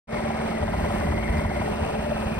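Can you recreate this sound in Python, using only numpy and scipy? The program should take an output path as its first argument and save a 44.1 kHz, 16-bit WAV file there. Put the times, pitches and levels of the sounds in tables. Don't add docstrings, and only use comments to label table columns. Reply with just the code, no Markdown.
import sys
import numpy as np
from scipy import signal
from scipy.fft import rfft, irfft
from scipy.io import wavfile

SR = 44100
rng = np.random.default_rng(int(sys.argv[2]) if len(sys.argv) > 2 else 0)


def bounce(signal):
    frames = np.transpose(np.atleast_2d(signal))
    limited = np.clip(frames, -1, 1)
    pcm = np.round(limited * 32767).astype(np.int16)
    wavfile.write(sys.argv[1], SR, pcm)


N = 105795
T, HZ = np.arange(N) / SR, np.fft.rfftfreq(N, 1 / SR)

# (frequency [Hz], density [dB per Hz])
WIND_SPECTRUM = [(15, -84), (27, -79), (45, -52.5), (72, -50), (110, -59.5), (180, -59), (300, -62.5),
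                 (800, -95), (4000, -130)]
# (time [s], level [dB])
BASS_LEVEL = [(0, -7), (.59, -14.5), (.625, 2), (.9, 0.5), (1, 1), (1.12, 6), (1.24, 0.5), (1.31, .5),
              (1.45, 0), (1.55, -2), (1.82, -1.5), (1.86, -4), (2.12, -7.5), (2.16, -4.5), (2.4, -3.5)]
# (time [s], peak level [dB], frequency [Hz])
THUDS = [(0.638, -22.5, 93), (0.687, -22, 81.6), (0.782, -29.5, 75), (0.834, -23.5, 81.6), (.897, -21, 85),
         (1.116, -28, 70), (1.166, -28.5, 76), (1.306, -18, 70.4), (1.366, -22, 80), (1.391, -18, 81),
         (1.46, -18, 84), (1.618, -25.5, 91), (1.822, -21, 89), (2.153, -25, 65), (2.267, -25, 65)]
THUD_SIGMA_S = 0.0065

# (multiple of firing rate, rounded in use [1], level [dB], waver [0-1])
FAN_TONES = [(12, -35.5, 0.29), (19, -45.5, 0.6), (24, -39, 0.96), (32, -41.5, 0.1), (36, -48, 0.9),
             (73.6, -62, 0.3), (87.8, -55, 0.4), (95.4, -57, 0.4), (118.6, -57, 0.9)]
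TONE_WAVER_HZ = 6.9
# (frequency [Hz], density [dB per Hz])
RUSH_SPECTRUM = [(20, -69), (60, -70), (190, -60), (280, -67), (355, -65.5), (440, -66), (490, -61.5),
                 (700, -61.5), (1000, -66.5), (1140, -69), (1550, -72), (1680, -75.5), (1850, -74.5),
                 (2600, -75.5), (3200, -82), (4000, -85.5), (5000, -88), (7000, -91.5), (8400, -87),
                 (9500, -94), (10600, -101), (12300, -98), (15300, -103)]
# (time [s], level [dB])
RUSH_LEVEL = [(.1, 1), (.5, 1.5), (.9, 0), (1.2, -0.5), (1.5, 0), (1.9, 0), (2.4, 0)]
# (time [s], level [dB])
TREBLE_LEVEL = [(.1, -2.5), (.45, -2), (.9, 2.5), (1.3, 3), (1.8, 0.5), (2.4, 2.5)]
TREBLE_HZ = 8060
# (time [s], level [dB])
RIM_LEVEL = [(.1, -3), (.8, 0.5), (1.5, -2), (1.8, 4), (2.4, 0.5)]
RIM_HZ, RIM_HALF_WIDTH_HZ = 2820, 300
FLUTTER_DB, FLUTTER_HZ, SWELL_DB, SWELL_HZ = 1, 154, 1.22, 5.5
# (frequency [Hz], pole-pair width [Hz], level [dB])
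WHISTLES = [(1887, 26, -59.5), (2770, 53, -59), (4214, 53, -66), (5350, 28, -65.5)]

# (time [s], centre [Hz], level [dB])
RASP = [(0.099, 2160, -41.5), (0.401, 2155, -45), (.7, 1995, -44.5), (.98, 1965, -42.5),
        (1.12, 2060, -40.5), (1.25, 2120, -37), (1.42, 2040, -41), (1.6, 2100, -42), (1.75, 2520, -57),
        (1.949, 2540, -47.5), (2.149, 2570, -48), (2.4, 2440, -44)]
RASP_POLE_WIDTH_HZ, RASP_PULSE_DB, RASP_PLACE = 320, 2, 0.91
RASP_GRAIN_DB, RASP_GRAIN_HZ = 1.9, 110
RASP_EVEN = 0.24

# (time [s], firing rate [firings per second])
FIRING_RATE = [(0.0, 18.561), (0.5, 18.685), (0.66, 17.96), (0.85, 17.978), (0.96, 18.253), (1.08, 17.951),
               (1.17, 18.488), (1.26, 17.913), (1.34, 18.755), (1.44, 18.166), (1.54, 18.441),
               (1.68, 17.91), (1.86, 18.407), (1.94, 18.108), (2.07, 18.552), (2.27, 17.871), (2.4, 18.3)]
START_CYCLE = .235
FIRING_SPREAD_DB, TIMING_SPREAD_S = -0.3, 0.00017
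# (place [cycles], frequency [Hz], pole-pair width [Hz], level [dB])
BOOM = [(0.759, 77, 89, -50)]
BOOM_SPREAD_DB = -1.5
# (place [cycles], frequency [Hz], pole-pair width [Hz], level [dB])
THUMPS = [(0.57, 68.4, 42, -40), (.56, 165, 66.5, -39), (0.55, 264, 37, -47), (.05, 390, 35, -41.5)]

# (time [s], level [dB])
EXHAUST_EFFORT = [(.14, -1.5), (.3, -1.5), (.38, -7.5), (.52, -5.5), (.58, -5.5), (.68, -1.5), (.96, 3),
                  (1.06, -1), (1.13, -0.5), (1.22, -9), (1.34, -8.5), (1.42, -1.5), (1.52, -7.5), (1.62, 2),
                  (1.69, -12.5), (1.78, -5.5), (1.87, -0.5), (1.98, -6), (2.12, 4.5), (2.22, -3.5),
                  (2.29, -0.5), (2.34, -13), (2.4, 6)]
# (place [cycles], frequency [Hz], pole-pair width [Hz], level before bark [dB])
MUFFLER = [(0.9, 588, 60, -45), (.78, 795, 42, -47), (.75, 990, 80, -46.5)]
# (place [cycles], Gaussian sigma [cycles], frequency [Hz], pole-pair width [Hz],
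# level before bark [dB])
BURSTS = [(1.03, .1, 736, 240, -43), (0.74, 0.061, 1453, 250, -52.5), (0.95, 0.072, 1310, 280, -48.5),
          (0.7, 0.16, 1826, 260, -50.5), (0.9, 0.13, 3070, 760, -54), (0.65, 0.085, 4480, 1600, -60),
          (0.1, 0.049, 8700, 1300, -64)]
# (place [cycles], nominal first [Hz], nominal last [Hz], fall time constant [s],
# peak time [s], Gaussian sigma [s], roughness [0-1], level before bark [dB])
PUTTS = [(.7, 1650, 555, 0.007375, 0.017, 0.01, .27, -37), (0.02, 1400, 350, .007, 0.027, 0.015, .5, -47)]
PUTT_S, PUTT_PITCH_SPREAD, PUTT_ROUGH_HZ = 0.043, 0.026, 101
# (frequency [Hz], gain [dB])
PIPE = [(380, -1), (435, -2), (500, -2), (590, 4.5), (680, -5), (790, 2), (880, -2), (980, 7.5),
        (1150, -4.5), (1400, 0)]
# (time [s], level [dB])
BARK_LEVEL = [(.1, -3), (.5, 6), (.7, 1), (1, -2.5), (1.15, 2), (1.4, 3), (1.7, 2.5), (2, -0.5),
              (2.4, -6.5)]
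BARK_HZ, BARK_HALF_WIDTH_HZ = 850, 210

# (frequency [Hz], lead of left over right [rad])
PORT_LEAD = [(20, 0), (200, .15), (290, .5), (430, 2.3), (600, 1.4), (950, 1.4), (1500, .7), (2000, -.6),
             (2900, -2.4), (6000, -2.3), (6900, -3.05), (7500, -3.3), (9200, -6.2), (10200, -6.4),
             (10900, -9.3), (12200, -9.5), (13300, -12.4), (15200, -12.8)]
# (frequency [Hz], left minus right [dB])
PORT_TILT = [(20, -5), (110, 2), (170, -4), (270, -3.5), (350, -3.5), (435, 4.5), (520, -6), (600, 8.5),
             (700, -5), (900, 3), (1200, 0.5), (2150, 4.5), (3000, 0.5), (5000, 1), (15000, -1)]
# (frequency [Hz], coherence amplitude [0-1])
PORT_LIKENESS = [(20, .96), (200, .94), (300, .65), (600, .8), (1000, .72), (1400, .55), (2200, .8),
                 (3300, .62), (4600, .15), (6000, .6), (7300, .92), (9000, .92), (11500, .97), (15000, .9)]
FADE_START_S, FADE_S = 0.072, 0.072
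EDGE_HZ = 15450


def amp(db):
    return 10 ** (np.asarray(db) / 20)


def unit(x):
    return x / np.sqrt(np.mean(x ** 2) + 1e-20)


def over_time(points):
    return np.interp(T, *np.transpose(points))


def over_pitch(points):
    f, value = np.transpose(points)
    return np.interp(np.log(HZ + 1), np.log(f + 1), value)


def shaped(x, gain):
    return irfft(rfft(x) * gain, N)


def bell(centre_hz, half_width_hz):
    return 1 / (1 + ((HZ - centre_hz) / half_width_hz) ** 4)


def resonance(hz, width):
    return (1j * HZ * width / (hz ** 2 - HZ ** 2 + 1j * HZ * width)) ** 2


def drift(rate_hz):
    return unit(shaped(rng.standard_normal(N), (HZ > 0) / (1 + (HZ / rate_hz) ** 4)))


def air():
    a, b = rng.standard_normal((2, N))
    same = np.clip(over_pitch(PORT_LIKENESS), 0, 1)
    right = shaped(a, same) + shaped(b, np.sqrt(1 - same ** 2))
    return np.array([a, right])


def wind():
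    return shaped(air(), amp(over_pitch(WIND_SPECTRUM)) * np.sqrt(SR / 2))


def thuds():
    out = np.zeros(N)
    for (s, db, hz), phase in zip(THUDS, rng.random(len(THUDS))):
        gate = np.exp(-.5 * ((T - s) / THUD_SIGMA_S) ** 2)
        out += amp(db) * gate * np.sin(2 * np.pi * (hz * (T - s) + phase))
    return out


def fan_hum(cycles):
    out = np.zeros(N)
    for multiple, db, waver in FAN_TONES:
        wander = 1 + waver * (drift(TONE_WAVER_HZ) + 1j * drift(TONE_WAVER_HZ))
        tone = wander * np.exp(2j * np.pi * round(multiple) * cycles)
        out += amp(db) * unit(tone.real)
    return out


def fan_rush():
    flutter = unit(amp(FLUTTER_DB * drift(FLUTTER_HZ) + SWELL_DB * drift(SWELL_HZ)))
    rush = shaped(air(), amp(over_pitch(RUSH_SPECTRUM)) * np.sqrt(SR / 2))
    treble = shaped(rush, 1 - 1 / (1 + (HZ / TREBLE_HZ) ** 6))
    rush = rush + (amp(over_time(TREBLE_LEVEL)) - 1) * treble
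    rush = rush + (amp(over_time(RIM_LEVEL)) - 1) * shaped(rush, bell(RIM_HZ, RIM_HALF_WIDTH_HZ))
    return amp(over_time(RUSH_LEVEL)) * flutter * rush


def housing_whistles():
    stream = air()
    return sum(amp(db) * unit(shaped(stream, resonance(hz, width))) for hz, width, db in WHISTLES)


def rasp(cycles):
    s, hz, db = np.transpose(RASP)
    pulse_db = RASP_PULSE_DB * np.cos(4 * np.pi * (cycles - RASP_PLACE))
    shake = amp(pulse_db + RASP_GRAIN_DB * drift(RASP_GRAIN_HZ))
    carrier = np.exp(2j * np.pi * np.cumsum(np.interp(T, s, hz)) / SR)
    pole = np.exp(-np.pi * RASP_POLE_WIDTH_HZ / SR)
    band = carrier * signal.lfilter([1], np.poly([pole, pole]), air() / carrier)
    evened = band.real / (abs(band) + 1e-9) ** RASP_EVEN
    return amp(np.interp(T, s, db)) * unit(shake * evened)


def uneven(cycles, spread_db):
    chance = rng.standard_normal(size=64)
    return amp(spread_db * np.interp(cycles, np.arange(len(chance)), chance))


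def passes(cycles, place):
    return np.flatnonzero(np.diff(np.floor(cycles - place)))


def firings(cycles, force, modes):
    out = np.zeros(N)
    for place, hz, width, db in modes:
        at = passes(cycles, place)
        late = np.round(rng.standard_normal(size=64)[:len(at)] * TIMING_SPREAD_S * SR).astype(int)
        at = np.clip(at + late, 0, N - 1)
        pulses = np.zeros(N)
        pulses[at] = force[at]
        out += amp(db) * unit(shaped(pulses, resonance(hz, width)))
    return out


def chuffs(cycles, force):
    out = np.zeros((2, N))
    for place, sigma, hz, width, db in BURSTS:
        distance = (cycles - place + .5) % 1 - .5
        gate = np.exp(-.5 * (distance / sigma) ** 2)
        out += amp(db) * unit(shaped(air(), resonance(hz, width)) * gate * force)
    return out


def putts(cycles, force):
    t, out = np.arange(0, PUTT_S, 1 / SR), np.zeros(N)
    for place, first_hz, last_hz, fall_s, peak_s, sigma_s, rough, db in PUTTS:
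        hz = last_hz + (first_hz - last_hz) * np.exp(-t / fall_s)
        onset = 1 - np.exp(-2 * t / fall_s)
        swell = np.exp(-.5 * ((t - peak_s) / sigma_s) ** 2) * onset
        train = np.zeros(N + len(t), complex)
        for at, chance in zip(passes(cycles, place), rng.standard_normal(size=64)):
            phase = 2 * np.pi * np.cumsum(hz * (1 + PUTT_PITCH_SPREAD * chance)) / SR
            train[at:at + len(t)] += swell * np.exp(1j * phase)
        grit = 1 + rough * (drift(PUTT_ROUGH_HZ) + 1j * drift(PUTT_ROUGH_HZ))
        rough_train = (train[:N] * grit * force).real
        out += amp(db) * unit(shaped(rough_train, amp(over_pitch(PIPE))))
    return out


def exhaust(cycles, force):
    push = force * amp(over_time(EXHAUST_EFFORT))
    out = putts(cycles, push) + firings(cycles, push, MUFFLER) + chuffs(cycles, force)
    bark = shaped(out, bell(BARK_HZ, BARK_HALF_WIDTH_HZ))
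    return out + (amp(over_time(BARK_LEVEL)) - 1) * bark


def scene():
    cycles = START_CYCLE + np.cumsum(over_time(FIRING_RATE)) / SR
    force = uneven(cycles, FIRING_SPREAD_DB)
    boom = firings(cycles, uneven(cycles, BOOM_SPREAD_DB), BOOM)
    bass = amp(over_time(BASS_LEVEL)) * (wind() + boom)
    fan = fan_hum(cycles) + fan_rush() + housing_whistles()
    thumps = firings(cycles, force, THUMPS)
    return bass + thuds() + fan + rasp(cycles) + thumps + exhaust(cycles, force)


def record(dry):
    half = amp(over_pitch(PORT_TILT) / 2) * np.exp(.5j * over_pitch(PORT_LEAD))
    fade = np.clip((T - FADE_START_S) / FADE_S, 0, 1)
    heard = shaped(dry, np.array([half, 1 / half])) * fade
    low_pass = signal.firwin(511, EDGE_HZ, window=("kaiser", 9), fs=SR)
    return signal.oaconvolve(heard, low_pass[None], "same")


dry = scene()
out = record(dry)
bounce(out)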